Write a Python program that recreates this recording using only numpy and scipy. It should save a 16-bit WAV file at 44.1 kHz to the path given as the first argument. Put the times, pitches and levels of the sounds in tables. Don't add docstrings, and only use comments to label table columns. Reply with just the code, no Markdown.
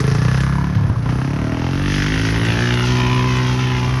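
import sys
import numpy as np
from scipy import signal
from scipy.io import wavfile
from scipy.ndimage import uniform_filter1d

SR = 44100
rng = np.random.default_rng(int(sys.argv[2]) if len(sys.argv) > 2 else 0)


def store_pcm(level_fs):
    pcm = np.round(np.clip(level_fs, -1, 1) * 32767).astype(np.int16)
    wavfile.write(sys.argv[1], SR, np.atleast_2d(pcm).T)


N = 176400
T = np.arange(N) / SR


def amp(db):
    return 10 ** (np.asarray(db) / 20)


def curve(table, column=1):
    table = np.array(table)
    return np.interp(T, table[:, 0], table[:, column])


def swell(middle_s, half_length_s):
    return np.exp(-np.square((T - middle_s) / half_length_s))


def unit(x):
    return x / np.sqrt(np.mean(x ** 2) + 1e-20)


def smooth(x, size):
    return uniform_filter1d(uniform_filter1d(x, size), size)


def steady(x):
    return x / np.sqrt(abs(smooth(x ** 2, size=4400)) + 1e-14)


def add(mix, start_s, sound):
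    part = mix[max(round(start_s * SR), 0):][:len(sound)]
    part += sound[:len(part)]


def colour(x, tone):
    pitch_hz, gain_db = np.transpose(tone)
    bin_hz = abs(np.fft.fftfreq(16384, 1 / SR))
    log_gain = np.log(amp(np.interp(np.log(bin_hz + 1), np.log(pitch_hz), gain_db)))
    spectrum = np.exp(np.conj(signal.hilbert(log_gain)))
    click_response = np.fft.ifft(spectrum).real[:4096]
    return signal.oaconvolve(x, click_response)[:len(x)]


def resonate(x, pitch_hz, width_hz, widen=2):
    for band_hz in (width_hz, widen * width_hz):
        r = np.exp(-np.pi * band_hz / SR)
        x = signal.lfilter([1 - r, 0, r - 1], [1, -2 * r * np.cos(2 * np.pi * pitch_hz / SR), r * r], x)
    return x


def flicker(depth_db=1.3):
    return amp(depth_db * unit(smooth(rng.standard_normal(N), size=3500)))


def grains(ticks_per_s=2500, spread_db=3):
    sizes = amp(spread_db * np.minimum(rng.exponential(1, N), 6)) * rng.standard_normal(N)
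    return unit(sizes * (rng.random(N) < ticks_per_s / SR))


def wind(level_db=-27, gust_db=1.5):
    # pitch_hz, gain_db
    wind_tone = [(15, -23), (32, -16), (55, 2.5), (100, 4), (160, -11), (250, -8), (500, -15.5),
                 (1500, -21), (6000, -58)]
    gusts = unit(smooth(rng.standard_normal(N), size=5000))
    return unit(colour(rng.standard_normal(N), wind_tone)) * amp(level_db + gust_db * gusts)


def tyres():
    # pitch_hz, gain_db
    crunch_tone = [(200, -16), (600, 7.5), (1800, 11.5), (3500, 4), (6000, -6.5), (7800, -37),
                   (12000, -7.5)]
    spray_tone = [(5000, -17), (8000, -20), (9500, 7.5), (11000, 6.5), (12000, -16)]
    # time_s, level_db
    crunch_levels = [(0, -38.5), (.48, -39.5), (.62, -40.5), (1, -46), (1.7, -37.5), (2, -35), (3, -32),
                     (4, -39)]
    spray_levels = [(0, -49), (.45, -50), (.7, -61), (1, -61.5), (1.15, -55.5), (1.6, -60.5), (1.95, -48),
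                    (2.4, -47), (2.9, -52), (3.2, -52.5), (4, -55.5)]
    crunch = unit(colour(grains(), crunch_tone)) * amp(curve(crunch_levels))
    spray = unit(colour(grains(), spray_tone)) * amp(curve(spray_levels)) * flicker()
    return crunch + spray


def chassis(decay_s=.012):
    # start_s, level_db
    clacks = [(.004, -35), (0.146, -39), (0.409, -38), (2.449, -35), (2.74, -42), (2.853, -40),
              (3.367, -38)]
    # pitch_hz, gain_db
    clack_tone = [(600, -21), (1500, -41), (2800, 2), (4000, -1), (5200, 18), (7500, 16.5), (12000, -23)]
    out, t = np.zeros(N), T[:2000]
    for start_s, level_db in clacks:
        noise = unit(colour(rng.standard_normal(len(t)), clack_tone))
        add(out, start_s, amp(level_db) * noise * np.exp(-t / decay_s))
    return out


def metallic_ring(level_db=-37.5):
    ring = resonate(rng.standard_normal(N), pitch_hz=1710, width_hz=45)
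    return steady(ring) * amp(level_db) * swell(middle_s=.34, half_length_s=.51)


def hillside_echo(x, strength=.45, arrive_s=2.4, fade_s=.4):
    # time_s, delay_s
    delays = [(2.1, .0006), (2.6, .00127), (3.05, .00163), (3.3, .00196), (4, .0026)]
    gain = strength * np.clip((T - arrive_s) / fade_s + .5, 0, 1)
    echo = np.interp(T - curve(delays), T, x)
    return (x + gain * echo) / np.sqrt(1 + gain ** 2)


def coasting_pops(boom_hz=106.8, rise_s=.0048, decay_s=.01872, puff_s=.0024):
    # start_s, boom_db, bark_db
    pops = [(.753, -10, -46), (0.782, -25, -23.5), (0.811, -18, -28), (0.841, -13, -32), (0.896, -8, -23),
            (0.958, -12, -23.5), (1.059, -35, -22.5)]
    out, t = np.zeros(N), T[:6000]
    boom = (1 - np.exp(-t / rise_s)) * np.exp(-t / decay_s) * np.sin(2 * np.pi * boom_hz * t)
    for start_s, boom_db, bark_db in pops:
        puff = rng.standard_normal(len(t)) * t * np.exp(-t / puff_s)
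        bark = resonate(puff, pitch_hz=1004, width_hz=160)
        add(out, start_s, amp(bark_db) * bark / abs(bark).max() - amp(boom_db) * boom / abs(boom).max())
    return out


def firing_times(wobble_s=.00016, jitter_s=.00004):
    # time_s, firings_per_s
    speed = [(0.0, 25.71), (0.335, 32.56), (0.503, 33.8), (0.73, 35.9), (0.93, 33.1), (1.006, 28.66),
             (1.239, 33.8), (1.57, 40.16), (1.803, 48.27), (2.044, 49.36), (2.122, 52.95), (2.374, 55.73),
             (2.578, 57.82), (2.631, 59.88), (2.915, 61.68), (3.219, 62.7), (3.463, 62.76), (3.611, 63.89),
             (3.794, 61.71), (3.895, 64.44), (4.0, 63.38)]
    fired_so_far = np.cumsum(curve(speed)) / SR
    times = np.interp(np.arange(int(fired_so_far[-1]) + 1), fired_so_far, T)
    slow, fast = rng.standard_normal((2, 400))
    return times + (wobble_s * unit(smooth(slow, size=4)) + jitter_s * fast)[:len(times)]


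def firing_clicks(times, delay_s, scatter_db=.8):
    at = np.clip(np.round((times + delay_s) * SR).astype(int), 0, N - 1)
    clicks = np.zeros(N)
    clicks[at] = amp(scatter_db * rng.standard_normal(size=400)[:len(at)])
    return clicks


def gas_bursts(clicks, fresh_share, tail_db, smear_db=0, stages=15):
    rise_s, near_decay_s, far_decay_s, tail_s = .0012, .0016, .0018, .032
    t, repeated, power = T[:2600], np.zeros(N), np.zeros(N)
    for distance in np.linspace(0, 1, stages):
        decay_s = near_decay_s + (far_decay_s - near_decay_s) * distance
        echo_tail = amp(tail_db + smear_db * distance) * np.exp(-t / tail_s)
        burst = (1 - np.exp(-t / rise_s)) * (np.exp(-t / decay_s) + echo_tail)
        stage_clicks = clicks * np.cos(np.pi / 2 * np.clip((T / T[-1] - distance) * (stages - 1), -1, 1))
        repeated += signal.oaconvolve(stage_clicks, burst * rng.standard_normal(len(t)))[:N]
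        power += signal.oaconvolve(stage_clicks ** 2, burst ** 2)[:N]
    fresh = np.sqrt(fresh_share * abs(power)) * rng.standard_normal(N)
    return np.sqrt(1 - fresh_share) * repeated + fresh


def pipe_rings(clicks, gas, stirred_hz=980):
    # middle_s, half_length_s, pitch_hz, width_hz, level_db
    rings = [(0.044, 0.15, 429, 41, -28), (0.253, 0.26, 460, 110, -34.5), (0.6, 0.068, 970, 79, -32.5),
             (1.204, 0.092, 1600, 110, -35.5), (1.22, 0.14, 1050, 110, -44), (1.513, .2, 640, 24, -35.5),
             (1.644, 0.13, 832, 130, -33), (1.953, 0.32, 277, 52, -31.5), (2.38, 0.32, 1434, 170, -32.5),
             (2.644, 0.11, 1720, 430, -24.5), (2.02, 0.05, 1610, 490, -27), (3.064, 0.16, 2344, 260, -31),
             (3.114, 0.27, 1023, 45, -30), (3.42, 1, 870, 10.4, -37), (3.67, 0.45, 1005, 53, -36),
             (0.64, 0.25, 184, 23, -26)]
    out = np.zeros(N)
    for middle_s, half_length_s, pitch_hz, width_hz, level_db in rings:
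        stir = .77 * min(pitch_hz / stirred_hz, 1) ** 2
        ring = resonate(unit(clicks) + stir * unit(gas), pitch_hz, width_hz, widen=3)
        out += steady(ring) * amp(level_db) * swell(middle_s, half_length_s)
    return out


def tailpipe(times, scatter_db=1.67, bark_trim_db=-3):
    # time_s, delay_s
    crack_delays = [(.6, .0015), (1.1, -.0006)]
    # time_s, bark_db, rasp_db, hiss_db
    levels = [(0.0, -25.5, -50, -32), (0.03, -30.5, -42, -40.5), (0.4, -26.5, -39, -38),
              (0.58, -29, -54, -45), (0.85, -37.5, -47, -50.5), (1.0, -44, -56, -54), (1.1, -29, -42, -44),
              (1.5, -32.5, -44, -45.5), (1.83, -31.5, -33.5, -42), (1.93, -30.5, -27, -32.5),
              (2.38, -29.5, -31.5, -37), (2.57, -26.5, -28, -34), (2.81, -25.5, -31, -40),
              (2.88, -28, -27.5, -31.5), (3.04, -28, -30, -37), (3.69, -29, -30, -36.5),
              (4.0, -27.5, -34.5, -39.5)]
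    # pitch_hz, gain_db
    bark_tone = [(200, -48.5), (450, -7), (750, -2), (1000, 3.5), (1400, 3.5), (1900, -3.5), (2400, -12.5),
                 (4000, -33.5)]
    rasp_tone = [(1000, -37.5), (1800, 2), (2200, 0.5), (2600, 1), (3050, 2), (3600, -6), (4500, -15),
                 (8000, -60)]
    hiss_tone = [(2000, -17), (3800, 0), (5000, 4.5), (6200, 3), (7600, -19.5), (8600, -27), (12000, -17)]
    times = times + np.interp(times, *np.transpose(crack_delays))
    direct = firing_clicks(times, delay_s=0, scatter_db=scatter_db)
    returned = firing_clicks(times, delay_s=.0058, scatter_db=scatter_db)
    return_db = -15 + 6.5 * swell(middle_s=0, half_length_s=1.7)
    clicks = direct + amp(return_db) * returned
    gas = gas_bursts(clicks, fresh_share=.15, tail_db=-19.5)
    bark = steady(colour(hillside_echo(gas), bark_tone)) * amp(curve(levels, column=1) + bark_trim_db)
    rasp = hillside_echo(gas_bursts(clicks, fresh_share=.25, tail_db=-17.5))
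    rasp = steady(colour(rasp, rasp_tone)) * amp(curve(levels, column=2)) * flicker()
    hiss = steady(hillside_echo(gas_bursts(clicks, fresh_share=.7, tail_db=-11, smear_db=30)))
    chain_whirr = .67 * grains()
    hiss = steady(colour(hiss + chain_whirr, hiss_tone)) * amp(curve(levels, column=3)) * flicker()
    return bark + rasp + hiss + pipe_rings(direct, gas)


def silencer(times, coast_db=-4.5, drone_trim_db=-2):
    # pitch_hz, gain_db
    thud_tone = [(20, -52), (45, -11), (60, -1), (75, 11), (110, -15), (300, -102)]
    boom_tone = [(40, -31.5), (80, -37), (110, -5), (132, 2), (160, -6), (195, -12.5), (260, -49),
                 (600, -80)]
    near_tone = [(110, -56), (165, -3), (210, -4), (275, 3), (330, -8.5), (400, -13), (520, -17.5),
                 (1200, -59.5)]
    far_tone = [(120, -57.5), (200, -11.5), (252, 5), (310, -8), (374, 1), (440, -18), (600, -20),
                (1200, -72)]
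    # time_s, level_db
    thud_levels = [(0, -28), (.45, -23.5), (.75, -29), (1.05, -31), (1.5, -30), (2, -23), (2.4, -31.5),
                   (3.2, -36), (4, -30)]
    # time_s, boom_db, drone_db
    levels = [(0.0, -18, -24), (0.03, -15.5, -26), (0.31, -15, -31.5), (0.72, -21.5, -29.5),
              (0.77, -12.5, -39), (0.83, -16.5, -25), (0.88, -17, -49), (0.9, -15, -24.5),
              (0.93, -18.5, -54), (1.06, -16.5, -27.5), (1.17, -19.5, -25), (1.57, -23.5, -21.5),
              (1.68, -22, -23.5), (2.75, -18, -22), (3.05, -16.5, -21), (3.75, -18.5, -25),
              (4.0, -18.5, -29.5)]
    coast_s, coast_half_s, far_s, far_fade_s = .874, .19, 2.35, .75
    coasting = np.exp(-((T - coast_s) / coast_half_s) ** 4)
    far = np.clip((T - far_s) / far_fade_s + .5, 0, 1)
    thud = steady(colour(firing_clicks(times, delay_s=.0037), thud_tone))
    boom = steady(colour(firing_clicks(times, delay_s=.0026), boom_tone))
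    clicks = firing_clicks(times, delay_s=.002)
    drone = steady((1 - far) * colour(clicks, near_tone) + far * colour(clicks, far_tone))
    return (thud * amp(curve(thud_levels))
            + boom * amp(curve(levels, column=1) + coast_db * coasting)
            + drone * amp(curve(levels, column=2) + drone_trim_db))


def scene():
    times = firing_times()
    exhaust = silencer(times) + coasting_pops() + tailpipe(times)
    return (exhaust + metallic_ring() + chassis() + tyres() + wind())[None]


def record(dry):
    cutoff_hz = 11900
    low_pass = signal.firwin(511, cutoff_hz, window=("kaiser", 9), fs=SR)
    return signal.oaconvolve(dry, low_pass[None], "same")


dry = scene()
out = record(dry)
store_pcm(out)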